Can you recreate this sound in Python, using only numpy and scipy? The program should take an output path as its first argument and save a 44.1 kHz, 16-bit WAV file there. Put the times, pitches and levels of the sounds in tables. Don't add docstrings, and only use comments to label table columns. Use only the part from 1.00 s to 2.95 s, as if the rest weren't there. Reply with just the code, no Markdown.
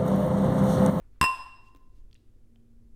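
import sys
import numpy as np
from scipy import signal
from scipy.fft import rfft, irfft, next_fast_len
from scipy.io import wavfile
from scipy.ndimage import map_coordinates

SR = 44100
rng = np.random.default_rng(int(sys.argv[2]) if len(sys.argv) > 2 else 0)


def transcribe(signal):
    frames = np.atleast_2d(signal).T
    limited = np.clip(frames, -1, 1)
    pcm = np.round(limited * 32767).astype(np.int16)
    wavfile.write(sys.argv[1], SR, pcm)


N = 85995

# pitch_hz, relative level_db, t60_s (time to fall 60 dB),
# cluster_db (relative level of the short-lived cluster around the mode)
BOWL_MODES = [(885, -36, .12, -41), (1006, -27, 0.26, -44), (1041.5, -16, .48, -27.5),
              (1044.5, -39, 1.3, -55), (1120, -34.5, 0.21, -42), (1460, -38, .08, -41.5),
              (1822, -32, 0.033, -35.5), (2626, -34, .15, -30), (2733, -21, 0.35, -29),
              (5110, -32, 0.15, -33), (5365, -48, .15, -42.5), (7812, -40, 0.18, -40.5),
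              (7990, -46.5, .2, -45.5), (8740, -46.5, .12, -39), (9500, -55, .1, -42.5),
              (10283, -48, .25, -48), (12540, -53.5, .15, -44.5), (14290, -61, .15, -54.5),
              (15506, -60.5, .15, -52.5)]


def amp(db):
    return 10 ** (np.asarray(db) / 20)


def unit(x):
    return x / np.sqrt(np.mean(x ** 2) + 1e-20)


def along(points, hz):
    point_hz, value = np.transpose(points)
    return np.interp(np.log(hz + 1), np.log(point_hz + 1), value)


def since(start_s):
    return np.maximum(np.arange(N) / SR - start_s, 0)


def fade(t, t60):
    return (t > 0) * amp(-60 * t / t60)


def wobble(rate):
    points = rng.standard_normal(int(N * rate / SR) + 4)
    return map_coordinates(points, [np.arange(N) * rate / SR])


def filtered(x, response):
    size = next_fast_len(N + SR // 2)
    gain = response(np.fft.rfftfreq(size, 1 / SR))
    return irfft(rfft(x, size) * gain, size)[:N]


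def noise(colour):
    return unit(filtered(rng.standard_normal(N), lambda hz: amp(along(colour, hz))))


def band(centre_hz, octaves, skirt_db):
    def hump(hz):
        distance = np.log2((hz + 1) / centre_hz) / octaves
        return np.exp(-.5 * distance ** 2) + amp(skirt_db)
    return unit(filtered(rng.standard_normal(N), hump))


def background():
    # pitch_hz, relative level_db
    air_colour = [(60, -11.5), (110, -12), (170, -22), (240, -16.5), (350, -20.5), (480, -26.5),
                  (680, -38.5), (1000, -42), (1400, -43), (3000, -49), (9000, -50), (16000, -55)]
    # pitch_hz, relative level_db
    rumble_colour = [(10, -0.5), (25, -3), (44, -9), (58, -8.5), (75, -22.5), (150, -45), (400, -89)]
    # time_s, level_db
    rumble_level = [(0, -46), (.5, -53.5), (.75, -52), (1.05, -45.5), (1.15, -58), (1.42, -54),
                    (1.56, -56.5), (1.68, -53.5), (1.95, -48)]
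    # pitch_hz, relative level_db
    hum_tones = [(117, -3), (232, 3)]
    # time_s, relative level_db
    hum_level = [(0, -81), (.9, -78), (1.3, -76.5), (1.6, -62.5), (1.95, -65.5)]
    air_db, drone_hz, drone_db = -64.5, 102.6, -65.5
    waver_rad, waver_rate = .4, 13
    t = since(0)

    def level(rows):
        return amp(np.interp(t, *np.transpose(rows)))

    def tone(hz, db):
        return amp(db) * np.sin(2 * np.pi * hz * t + waver_rad * wobble(waver_rate))

    hum = level(hum_level) * sum(tone(hz, db) for hz, db in hum_tones)
    rumble = level(rumble_level) * noise(rumble_colour)
    air = amp(air_db) * noise(air_colour)
    return air + tone(drone_hz, drone_db) + rumble + hum


def sleeves():
    # peak_s (may lie before the start), level_db, spread_s (bell-curve width), centre_hz
    rustles = [(-0.015, -73, 0.057, 890), (0.161, -79.5, 0.033, 1080), (.67, -75, 0.028, 3450),
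               (.975, -80, 0.028, 3740)]
    width_oct, skirt_db = 0.99, -28.5
    out = np.zeros(N)
    for peak_s, db, spread_s, hz in rustles:
        swell = np.exp(-.5 * ((since(0) - peak_s) / spread_s) ** 2)
        out += amp(db) * swell * band(hz, width_oct, skirt_db)
    return out


def room(x):
    # pitch_hz, t60_s
    echo_t60 = [(100, .25), (400, 0.6), (1000, 0.85), (2700, 0.71), (5000, 0.75), (9000, .58),
                (15000, 0.42)]
    # pitch_hz, relative level_db
    echo_colour = [(60, -14.5), (350, -8), (750, 5), (1100, -3.5), (2000, -5.5), (2800, -1.5), (5000, -2.5),
                   (15000, -2.5)]
    delay_s, build_s = .004, .008
    hz, t, spectrum = signal.stft(rng.standard_normal(SR), SR, nperseg=256)
    decay = fade(t + 1 / SR, along(echo_t60, hz)[:, None])
    tail = signal.istft(spectrum * decay, SR)[1]
    tail = tail * (1 - np.exp(-since(delay_s)[:len(tail)] / build_s))
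    wet = signal.fftconvolve(x, tail / np.linalg.norm(tail))[:N]
    return filtered(wet, lambda hz: amp(along(echo_colour, hz)))


def clusters(hz):
    half_width_hz, growth = 39, .65
    power = 0
    for centre, _, _, db in BOWL_MODES:
        width = half_width_hz * (centre / 1000) ** growth
        peak = amp(db) ** 2 * SR / (np.pi * width)
        power = power + peak / (1 + ((hz - centre) / width) ** 2) ** 2
    return np.sqrt(power)


def clink():
    # start_s, then relative ring_db, crack_db and push_db
    contacts = [(0.2128, -2, -1.5, -1), (0.2279, -13, -8.5, -3.5), (0.24, -1.5, -7.5, -8),
                (0.2601, -23, -17.5, -25.5)]
    # pitch_hz, relative level_db
    crack_colour = [(300, -21), (650, -7), (900, 10), (1350, 1), (1900, 5.5), (2300, -4), (3700, -8.5),
                    (4600, -15), (5300, -7.5), (6400, -21.5), (7800, -9), (9500, -12), (12500, -14),
                    (13100, -32), (14200, -24.5), (15600, -24)]
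    ring_attack_s, cluster_t60_s = 0.0012, 0.096
    crack_base_db, crack_t60_s = -15, .022
    shimmer_db, shimmer_t60_s = -31.5, 0.075
    push_base_db, push_rise_s, push_low_hz = -14, 0.00076, 24.8
    slosh_rad, slosh_rate = .22, 31
    glass, push = np.zeros(N), np.zeros(N)
    slosh = [slosh_rad * wobble(slosh_rate) for _ in BOWL_MODES]
    for start_s, ring_db, crack_db, push_db in contacts:
        t = since(start_s)
        ring = fade(t, cluster_t60_s) * filtered(rng.standard_normal(N), clusters)
        for (hz, db, t60, _), waver in zip(BOWL_MODES, slosh):
            ring += amp(db) * fade(t, t60) * np.sin(2 * np.pi * hz * t + waver)
        glass += amp(ring_db) * ring * (1 - np.exp(-t / ring_attack_s))
        crack_shape = amp(crack_base_db) * fade(t, crack_t60_s)
        shimmer_shape = amp(shimmer_db) * fade(t, shimmer_t60_s)
        glass += amp(crack_db) * (crack_shape + shimmer_shape) * noise(crack_colour)
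        push += amp(push_base_db + push_db) * t / push_rise_s * np.exp(1 - t / push_rise_s)
    high_pass = signal.butter(2, push_low_hz, 'high', fs=SR, output='sos')
    return glass + signal.sosfilt(high_pass, push)


def swelling(x):
    # peak_s, centre_hz, change_db, spread_s (bell-curve width)
    level_changes = [(.378, 1040, -9.5, .012), (0.407, 1062, 6, 0.016), (0.458, 1070, 3, .012),
                     (.545, 1046, -5, .035), (0.38, 2766, -18, 0.018), (.53, 2670, 4, 0.013),
                     (0.679, 2728, 14, 0.0098), (.535, 5118, -7, .012), (.58, 5118, 5, .02)]
    width_hz = 37
    for peak_s, centre, db, spread_s in level_changes:
        ring = filtered(x, lambda hz: np.exp(-.5 * ((hz - centre) / width_hz) ** 2))
        bump = np.exp(-.5 * ((since(0) - peak_s) / spread_s) ** 2)
        x = x + ring * (amp(db * bump) - 1)
    return x


def clicks():
    # start_s, level_db
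    click_list = [(0.7489, -51), (0.7618, -53), (.768, -57), (0.7713, -58)]
    # pitch_hz, relative level_db
    click_colour = [(120, -14), (300, 12), (1500, 7.5), (5000, 1), (9000, -4.5), (11000, -24), (13500, -3),
                    (16000, -1)]
    t60_s = 0.0067
    return sum(amp(db) * fade(since(start_s), t60_s) * noise(click_colour) for start_s, db in click_list)


def thuds():
    # start_s, level_db, pitch_hz, t60_s
    thud_list = [(.749, -53, 276, .12), (1.559, -67, 720, .04)]
    out = np.zeros(N)
    for start_s, db, hz, t60 in thud_list:
        t = since(start_s)
        out += amp(db) * fade(t, t60) * np.sin(2 * np.pi * hz * t)
    return out


def ticks():
    # start_s, level_db, centre_hz, t60_s, tink_db (relative to the tick)
    tick_list = [(1.1125, -65, 3000, .008, -23), (1.1295, -55, 3470, 0.011, -24),
                 (1.1446, -55.5, 5223, 0.0051, -23), (1.153, -61, 2576, 0.02, -12),
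                 (1.1598, -63.5, 3020, 0.027, -17), (1.176, -76.5, 3950, 0.018, 6),
                 (1.559, -61, 3100, 0.0058, -9)]
    width_oct, skirt_db, tink_t60_s = 0.49, -29, .035
    out = np.zeros(N)
    for start_s, db, hz, t60, tink_db in tick_list:
        t = since(start_s)
        tap = fade(t, t60) * band(hz, width_oct, skirt_db)
        tink = amp(tink_db) * fade(t, tink_t60_s) * np.sin(2 * np.pi * hz * t)
        out += amp(db) * (tap + tink)
    return out


def scene():
    room_db = -11
    near = sleeves() + clink() + clicks() + thuds() + ticks()
    in_room = near + amp(room_db) * room(near)
    return (swelling(in_room) + background())[None]


def record(dry):
    top_hz = 15900
    steep = signal.ellip(10, .1, 90, top_hz, fs=SR, output='sos')
    return signal.sosfilt(steep, dry)


dry = scene()
out = record(dry)
transcribe(out)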